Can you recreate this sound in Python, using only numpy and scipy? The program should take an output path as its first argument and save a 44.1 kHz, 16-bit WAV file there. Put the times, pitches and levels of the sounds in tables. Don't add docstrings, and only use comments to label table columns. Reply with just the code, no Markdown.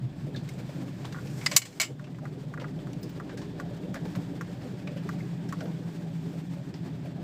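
import sys
import numpy as np
from scipy import signal
from scipy.fft import rfft, irfft, next_fast_len
from scipy.io import wavfile
from scipy.ndimage import uniform_filter1d

SR = 44100
rng = np.random.default_rng(int(sys.argv[2]) if len(sys.argv) > 2 else 0)


def persist_wave(psi):
    counts = np.round(np.clip(psi, -1, 1) * 32767).astype(np.int16)
    wavfile.write(sys.argv[1], SR, np.atleast_2d(counts).T)


N = 318843
TIME = np.arange(N) / SR
AGE = np.arange(8192) / SR
BINS = np.fft.rfftfreq(len(AGE), 1 / SR)

# time in seconds, the bearing's fundamental in Hz.
WHEEL_SPEED = [(0, 45.3), (1, 44.8), (1.5, 46), (2, 48.4), (3, 51.7), (4.5, 54.8), (6, 54.3), (6.5, 53.3),
               (7.23, 51.4)]
# time in seconds, hiss level in dB, rustle level in dB.
TREBLE_LEVELS = [(0, -58.5, -70.5), (.6, -53.5, -62.5), (1.1, -54.5, -64), (1.5, -51, -51),
                 (1.78, -50.5, -55), (2, -56.5, -66.5), (2.5, -59, -69), (3.1, -56.5, -68),
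                 (3.7, -55.5, -67.5), (4.05, -54.5, -63.5), (4.6, -54.5, -65.5), (5.5, -54.5, -65),
                 (6.3, -55.5, -64), (7.23, -57, -70)]
# start in seconds, thud in dB, thud centre in Hz, swell in dB.
JOLTS = [(.02, -59, 500, 12.5), (.228, -65, 500, 4), (.265, -49, 566, 1), (.286, -53, 520, -4),
         (.345, -50.5, 546, 7), (.395, -64, 500, 3.5), (.69, -47, 570, -4), (.76, -54, 516, 1),
         (.85, -56, 420, -2), (1.25, -51, 495, 0.5), (1.51, -42.5, 614, 1.5), (1.9, -49.5, 466, 3.5),
         (2.25, -61, 506, 3.5), (2.43, -51, 517, 0.5), (2.606, -44, 540, 0), (2.77, -55, 570, 1),
         (2.95, -59, 442, 1), (3.16, -55, 523, 2.5), (3.33, -45, 510, 5), (3.39, -54, 556, 7),
         (3.95, -43, 610, -7), (4.05, -48, 440, -1), (4.152, -47, 594, 6), (4.33, -51, 484, 0),
         (4.96, -44.5, 526, 0), (5.607, -46.5, 655, 1), (5.629, -43.5, 530, 1), (6.33, -49.5, 520, -4),
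         (7.048, -47, 572, 1.5)]
# frequency in Hz, relative level in dB.
RATTLE_SPECTRUM = [(300, -11.5), (750, 5.5), (1800, 6), (3400, 2), (5000, 1), (7700, -7), (9500, -17.5),
                   (15000, -23)]


def gain_of(db):
    return 10 ** (np.asarray(db) / 20)


def unit_rms(x):
    return x / np.sqrt(np.mean(x ** 2) + 1e-20)


def spectrum_db(points, hz):
    known_hz, db = np.transpose(points)
    return np.interp(np.log(hz + 1), np.log(known_hz + 1), db)


def curves(rows):
    times, *columns = np.transpose(rows)
    return [np.interp(TIME, times, column) for column in columns]


def add(mix, start_s, sound):
    part = mix[round(start_s * SR):][:len(sound)]
    part += sound[:len(part)]


def filtered_noise(response):
    size = next_fast_len(N)
    shaped = rfft(rng.standard_normal(size)) * response(np.fft.rfftfreq(size, 1 / SR))
    return unit_rms(irfft(shaped, size)[:N])


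def noise(spectrum):
    return filtered_noise(lambda hz: gain_of(spectrum_db(spectrum, hz)))


def wander(cutoff_hz):
    return filtered_noise(lambda hz: np.exp(-(hz / cutoff_hz) ** 2))


def resonance(hz, width_hz):
    phase = 2 * np.pi * np.cumsum(hz * np.ones(N)) / SR
    return unit_rms(wander(width_hz) * np.cos(phase) + wander(width_hz) * np.sin(phase))


def steadied(x, span_s):
    size = max(int(span_s * SR), 2)
    return x / np.sqrt(uniform_filter1d(uniform_filter1d(x ** 2, size), size) + 1e-9)


def bell(hz, octaves):
    return np.exp(-(np.log2((BINS + 1) / hz) / octaves) ** 2)


def treble_tilt(db_per_octave):
    return db_per_octave * np.log2(np.maximum(BINS, 1500) / 3000)


def burst(colour_db, t60, hold_s, tail_db, tail_t60):
    log_gain = np.log(gain_of(np.maximum(colour_db - colour_db.max(), -80)))
    mirrored = np.r_[log_gain, log_gain[-2:0:-1]]
    minimum_phase = np.exp(np.conj(signal.hilbert(mirrored)))[:len(BINS)]
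    envelope = gain_of(-60 * np.maximum(AGE - hold_s, 0) / t60) + gain_of(tail_db - 60 * AGE / tail_t60)
    sound = irfft(rfft(rng.choice([-1., 1.], len(AGE)) * envelope) * minimum_phase)
    return sound * np.linalg.norm(envelope) / np.linalg.norm(sound)


def ring(modes, pitch=1, length=1, rough_rad=0):
    hz, db, t60 = np.transpose(modes)[:, :, None]
    jitter = unit_rms(uniform_filter1d(rng.standard_normal((len(hz), len(AGE))), size=200))
    buzz = jitter * rough_rad * np.minimum(AGE / .02, 1)
    cycles = hz * pitch * AGE + rng.random(hz.shape)
    return (gain_of(db - 60 * AGE / (t60 * length)) * np.sin(2 * np.pi * cycles + buzz)).sum(0)


def hiss_and_rustle(flicker_db=1.84, grit_db=-9, grains_per_s=45):
    # frequency in Hz, relative level in dB.
    hiss_spectrum = [(400, 4.5), (900, 3), (1300, 0), (1800, 0.5), (2500, -4), (3400, -5.5), (4800, -7),
                     (6500, -24), (12000, -46.5)]
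    rustle_spectrum = [(2000, -28), (4000, -7.5), (5200, 1), (6300, -1.5), (7600, 0), (8600, -3.5),
                       (9500, -10.5), (11000, -12), (13000, -8.5), (15500, -10.5)]
    hiss_db, rustle_db = curves(TREBLE_LEVELS)
    flicker = flicker_db * wander(23)
    grains = (rng.random(N) < grains_per_s / SR) * gain_of(4 * np.minimum(rng.exponential(1, N), 4))
    grain_envelope = signal.oaconvolve(grains, np.exp(-AGE / .004))[:N]
    grit = unit_rms(grain_envelope * noise(RATTLE_SPECTRUM))
    hiss = gain_of(hiss_db + flicker) * noise(hiss_spectrum)
    return hiss + gain_of(rustle_db + flicker) * (noise(rustle_spectrum) + gain_of(grit_db) * grit)


def tyre_scuffing(scuff_db=-9, patchy_db=3):
    hiss_db, _ = curves(TREBLE_LEVELS)
    bands = sum(resonance(hz, hz / 6) * gain_of(patchy_db * wander(9)) for hz in (1650, 2400, 3400))
    return gain_of(hiss_db + scuff_db) * steadied(bands, span_s=.043)


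def jolt_swell(rise_s=.026):
    return sum(db * np.exp(-((TIME - start) / rise_s - 1) ** 2) for start, _, _, db in JOLTS)


def bearing(waver_db=1.8):
    # time in seconds, level in dB.
    hum_levels = [(0, -57), (.7, -66), (1.35, -66.5), (2.1, -66), (2.7, -58.5), (3.6, -59), (4.3, -58.5),
                  (4.7, -69), (7.23, -68.5)]
    drone_levels = [(0, -50), (.7, -53), (1.4, -48), (1.82, -49), (1.97, -42.5), (2.8, -43.5), (3.3, -50),
                    (3.8, -43.5), (4.4, -42.5), (4.65, -49), (5.05, -38), (5.35, -39.5), (5.65, -36),
                    (6, -39.5), (6.4, -38.5), (6.6, -46), (7.23, -42)]
    (hz,), (hum_db,), (drone_db,) = curves(WHEEL_SPEED), curves(hum_levels), curves(drone_levels)
    phase = 2 * np.pi * np.cumsum(hz) / SR + .08 * wander(8)
    harmonics = sum(gain_of(db) * np.sin(k * phase + rng.uniform(0, 2 * np.pi))
                    for k, db in [(3, 0), (4, -16), (5, -14), (6, -21)])
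    hum = np.sqrt(2) * gain_of(hum_db) * np.sin(phase)
    drone = np.sqrt(2) * gain_of(drone_db + waver_db * wander(9)) * harmonics
    return hum, drone


def rolling(throb_db=.5, rough_db=2, panel_throb_db=4.5, throb_hz=14):
    # time in seconds, then boom, growl, roar and panel levels in dB.
    road_levels = [(0, -42, -47.5, -51, -63), (.4, -41, -39.5, -43.5, -51), (.55, -39.5, -42.5, -47.5, -50),
                   (.82, -38, -45, -41, -56), (1.05, -38.5, -44, -46, -50.5), (1.4, -39, -37, -47.5, -51),
                   (1.85, -40, -51, -41.5, -45), (2.1, -39, -44, -45.5, -51), (2.5, -43, -46, -48.5, -50.5),
                   (3, -40, -41.5, -43.5, -50), (3.35, -45.5, -51, -45, -49),
                   (3.7, -41, -39.5, -45.5, -47.5), (4.15, -42, -39.5, -41.5, -51),
                   (4.65, -40.5, -44, -44.5, -47.5), (5.15, -39, -40.5, -45.5, -49.5),
                   (5.7, -40.5, -39, -43.5, -51), (6.05, -44.5, -41, -49, -50.5),
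                   (6.45, -41.5, -36.5, -47.5, -55.5), (6.75, -40, -44, -45.5, -52),
                   (7.23, -40, -42, -45, -52.5)]
    # frequency in Hz, relative level in dB.
    boom_spectrum = [(20, -39.5), (40, -33), (65, -27), (85, -13.5), (105, -10.5), (125, 1.5), (138, -1),
                     (152, -10), (178, -3), (192, -5.5), (210, -16.5), (260, -37), (500, -84)]
    roar_spectrum = [(120, -32), (200, -3.5), (240, -0.5), (280, 3.5), (330, -1), (370, -9.5), (460, -19.5),
                     (680, -16), (900, -20.5), (1300, -42), (3000, -70)]
    # multiple of the bearing's fundamental, width in Hz, relative level in dB.
    growl_bands = [(3.22, 7, 0), (3.47, 4, -7), (5.27, 5, -12)]
    # centre in Hz, width in Hz, relative level in dB.
    panel_modes = [(399.5, 45, 3.5), (492, 30, -4.5), (585, 43, -2), (736, 120, -8)]
    (hz,) = curves(WHEEL_SPEED)
    boom_db, growl_db, roar_db, panel_db = curves(road_levels)
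    load_db = jolt_swell() + throb_db * wander(throb_hz)
    shake_db = .22 * load_db + rough_db * wander(throb_hz)
    hum, drone = bearing()
    tread = sum(gain_of(db) * resonance(k * hz, width) for k, width, db in growl_bands)
    growl = gain_of(growl_db - 1) * steadied(tread, span_s=.12)
    boom = gain_of(boom_db) * steadied(noise(boom_spectrum), span_s=.14)
    roar = gain_of(roar_db - .5 + shake_db) * steadied(noise(roar_spectrum), span_s=.068)
    flexing = sum(gain_of(db + panel_throb_db * wander(throb_hz)) * resonance(centre, width)
                  for centre, width, db in panel_modes)
    panels = gain_of(panel_db - .5 + shake_db) * steadied(flexing, span_s=.11)
    return hum + gain_of(load_db) * (drone + growl + boom) + roar + panels


def seam_thuds():
    out = np.zeros(N)
    for start, db, hz, _ in JOLTS:
        thud = burst(45 * bell(hz, octaves=.6), t60=.09, hold_s=.018, tail_db=-12, tail_t60=.16)
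        add(out, start, gain_of(db) * thud)
    return out


def rattles(lift_db=10, faint_count=8, faint_until_s=5.2):
    # start in seconds, level in dB, tilt in dB per octave, t60 in seconds, stressed band in Hz.
    contacts = [(0.361, -47, 1.5, 0.13, 4200), (0.4895, -47, 8, 0.045, 2170), (.537, -57, 9, .025, 7500),
                (.59, -55.5, -1, 0.07, 2230), (1.046, -43, -4.5, 0.073, 930), (1.052, -45, 5, 0.038, 3580),
                (1.1245, -45.5, 1.5, 0.043, 1500), (1.271, -50.5, 3.5, .07, 2500),
                (1.412, -44, -1.5, 0.14, 2240), (2.041, -48, 0, 0.078, 2770), (2.07, -48.5, -6.5, .05, 700),
                (2.598, -47, -2, 0.1, 2870), (2.612, -45.5, -3.5, 0.098, 930),
                (2.789, -56, -0.5, 0.12, 3300), (2.9317, -49.5, 5, 0.024, 2540),
                (3.03, -46.5, 11, 0.055, 4970), (3.093, -55, 4.5, 0.096, 2880),
                (3.293, -48, -2.5, 0.19, 1590), (3.3736, -47, 4, 0.13, 1640),
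                (3.416, -47.5, -1.5, 0.093, 1050), (3.956, -41, -4, 0.092, 1640),
                (4.0535, -44.5, -4.5, 0.037, 840), (4.152, -43, -3, 0.068, 1000),
                (4.158, -50, 14, .04, 1500), (4.8728, -41, -3, 0.046, 2470), (4.969, -51, -3, 0.15, 3020),
                (5.489, -49, 4.5, 0.067, 1730), (5.6063, -42, -1, 0.05, 1500),
                (5.656, -49.5, -2, 0.044, 1510), (6.74, -47.5, -2, 0.036, 5040),
                (7.058, -52.5, -5, 0.037, 690)]
    faint = [((k + when) / faint_count * faint_until_s, -57 + 4 * size, -1, .038, 1500 * 3 ** where)
             for k, (when, size, where) in enumerate(rng.random((faint_count, 3)))]
    out = np.zeros(N)
    for start, db, tilt, t60, hz in contacts + faint:
        colour = spectrum_db(RATTLE_SPECTRUM, BINS) + treble_tilt(tilt) + lift_db * bell(hz, octaves=.21)
        add(out, start, gain_of(db) * burst(colour, t60, hold_s=.0024, tail_db=-14.5, tail_t60=.48))
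    return out


def squeaks_and_whistles(rough_rad=.9, rough_hz=350):
    # start and length in seconds, level in dB, middle pitch in Hz, glide in octaves.
    tones = [(.343, .014, -52, 3800, 0), (.347, .016, -43, 1680, -.15), (.359, .035, -47, 3580, -.03),
             (.489, .014, -45, 2200, -.06), (1.144, .085, -49, 1440, 0), (3.008, .04, -63, 15150, 0),
             (3.092, .024, -60, 15150, 0), (5.204, .014, -46, 2100, 0)]
    out = np.zeros(N)
    jitter = rough_rad * wander(rough_hz)
    for start, length, db, hz, glide in tones:
        progress = np.arange(0, 1, 1 / (length * SR))
        pitch_hz = hz * 2 ** (glide * (progress - .5))
        phase = 2 * np.pi * np.cumsum(pitch_hz) / SR + jitter[round(start * SR):][:len(progress)]
        envelope = np.sin(np.pi * np.sqrt(progress)) ** 2
        add(out, start, np.sqrt(2) * gain_of(db) * envelope * np.sin(phase))
    return out


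def trim_ticks(ring_db=-4, rebound_db=-10):
    # start in seconds, level in dB, pitch factor, ring time factor, relative snap level in dB.
    taps = [(1.1438, -36, 1.02, 1, -26), (1.162, -40, 1, 1, -30), (1.1857, -40, 1, 1.2, -30),
            (1.9945, -35.5, 1, 1.2, -21), (2.1859, -38.5, .88, .8, -20), (2.2538, -34, 1.03, 1, -24),
            (2.5386, -34.5, 1, .9, -21), (2.576, -35, 1.02, 1, -27), (2.6429, -33.5, 1.02, 1.1, -29),
            (2.871, -41, .9, .7, -16), (3.1981, -33, 1, 1.25, -21), (3.296, -43, 1.1, .8, -22),
            (3.5992, -31.5, 1, 1, -15), (3.9424, -32, 1.06, .85, -11), (4.4104, -31, 1, .9, -13.5),
            (5.0903, -30.5, .98, 1.15, -15), (5.5243, -29.5, .96, 1.15, -13)]
    # frequency in Hz, relative level in dB, t60 in seconds.
    trim_modes = [(760, -14, .025), (1040, -7, .04), (1150, 0, .05), (1410, -2, .06), (1610, -1.5, .035),
                  (1900, -1, .024)]
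    # frequency in Hz, relative level in dB.
    snap_spectrum = [(300, -14), (1000, 1), (2000, 2), (2600, -3), (3800, -8), (5500, -4), (7300, -5),
                     (9500, -16), (15000, -15)]
    out = np.zeros(N)
    attack = np.minimum(AGE / .0005, 1)
    for start, db, pitch, length, snap_db in taps:
        snap = burst(spectrum_db(snap_spectrum, BINS), t60=.045, hold_s=.002, tail_db=-20, tail_t60=.1)
        modes = np.add(trim_modes, rng.standard_normal((len(trim_modes), 3)) * [25, 1, 0])
        ringing = attack * ring(modes, pitch, length, rough_rad=1)
        add(out, start, gain_of(db) * (gain_of(ring_db) * ringing + gain_of(snap_db) * snap))
        flight_s = rng.uniform(.005, .009)
        rebound = attack * ring(modes, .96 * pitch, length, rough_rad=1.2)
        add(out, start + flight_s, gain_of(db + ring_db + rebound_db) * rebound)
    return out


def plastic_clacks():
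    # start in seconds, crack level in dB, tilt in dB per octave, t60 in seconds,
    # stressed band in Hz, its lift in dB, ringing level in dB.
    blows = [(1.4615, -21, -3, 0.035, 1930, 14, -48), (1.4622, -21.5, -2.5, 0.02, 4850, 24, -40),
             (1.5143, -32, -3.5, 0.15, 2100, 2, -37), (1.564, -8, 5, 0.06, 7300, 2.5, -27),
             (1.6185, -32.5, 0.5, 0.07, 2380, 7.5, -34), (1.653, -34.5, -1, 0.15, 780, 10, -46),
             (1.727, -50, 0, .15, 2300, 3, -52), (1.7996, -21, 3.5, 0.04, 660, 15, -18.5),
             (1.8035, -22, 2, .03, 4200, 8, -36), (1.8145, -16.5, 1.5, 0.04, 2250, 8, -24),
             (1.829, -26, -.5, 0.11, 2900, 7, -31)]
    # frequency in Hz, relative level in dB.
    crack_spectrum = [(100, -28), (450, -21), (700, -12.5), (880, -9), (1100, -3), (1400, -5.5), (2000, -2),
                      (3300, -4), (4800, -2.5), (6000, -4), (7700, -0.5), (9400, -15), (13000, -15.5),
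                      (15500, -18)]
    # frequency in Hz, relative level in dB, t60 in seconds.
    plastic_modes = [(640, -9, .09), (743, -12, .1), (1085, -9, .09), (1147, -12, .12), (1390, -14, .08),
                     (1570, -9, .08), (1809, -13, .14), (1890, -10, .09), (2112, -1, .12), (2258, 1, .13),
                     (2595, -11, .13), (2772, -12, .12), (2842, -10, .13), (2988, -8, .23),
                     (3060, -11, .11), (4135, -2, .09), (4307, -4, .085), (4651, -8, .095), (4835, -7, .11),
                     (5114, -6, .11), (5810, -7, .09), (5943, -8, .06), (6700, -7, .095), (6960, -5, .08),
                     (7267, -11, .15), (7895, -7, .11), (8699, -14, .12)]
    out = np.zeros(N)
    for start, db, tilt, t60, hz, lift_db, ring_db in blows:
        colour = spectrum_db(crack_spectrum, BINS) + treble_tilt(tilt) + lift_db * bell(hz, octaves=.14)
        add(out, start, gain_of(db) * burst(colour, t60, hold_s=.004, tail_db=-21, tail_t60=.2))
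        add(out, start, gain_of(ring_db) * ring(plastic_modes, rough_rad=.23))
    return out


def scene():
    bed = rolling() + hiss_and_rustle() + tyre_scuffing()
    return (bed + plastic_clacks() + trim_ticks() + squeaks_and_whistles() + rattles() + seam_thuds())[None]


def record(dry, threshold_db=-24, ratio=4, attack_s=.034, recover_db_per_s=20, cutoff_hz=15500):
    power_db = 10 * np.log10(abs(uniform_filter1d(dry[0] ** 2, size=530)) + 1e-12)
    recovery_db = recover_db_per_s * TIME
    held_db = np.maximum.accumulate(power_db + recovery_db) - recovery_db
    excess_db = np.maximum(held_db - threshold_db, 0)
    pole = np.exp(-1 / (attack_s * SR))
    duck_db = (1 - 1 / ratio) * signal.lfilter([1 - pole], [1, -pole], excess_db)
    low_pass = signal.firwin(301, cutoff_hz, window=("kaiser", 9), fs=SR)
    return signal.oaconvolve(dry * gain_of(-duck_db), low_pass[None], "same")


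dry = scene()
out = record(dry)
persist_wave(out)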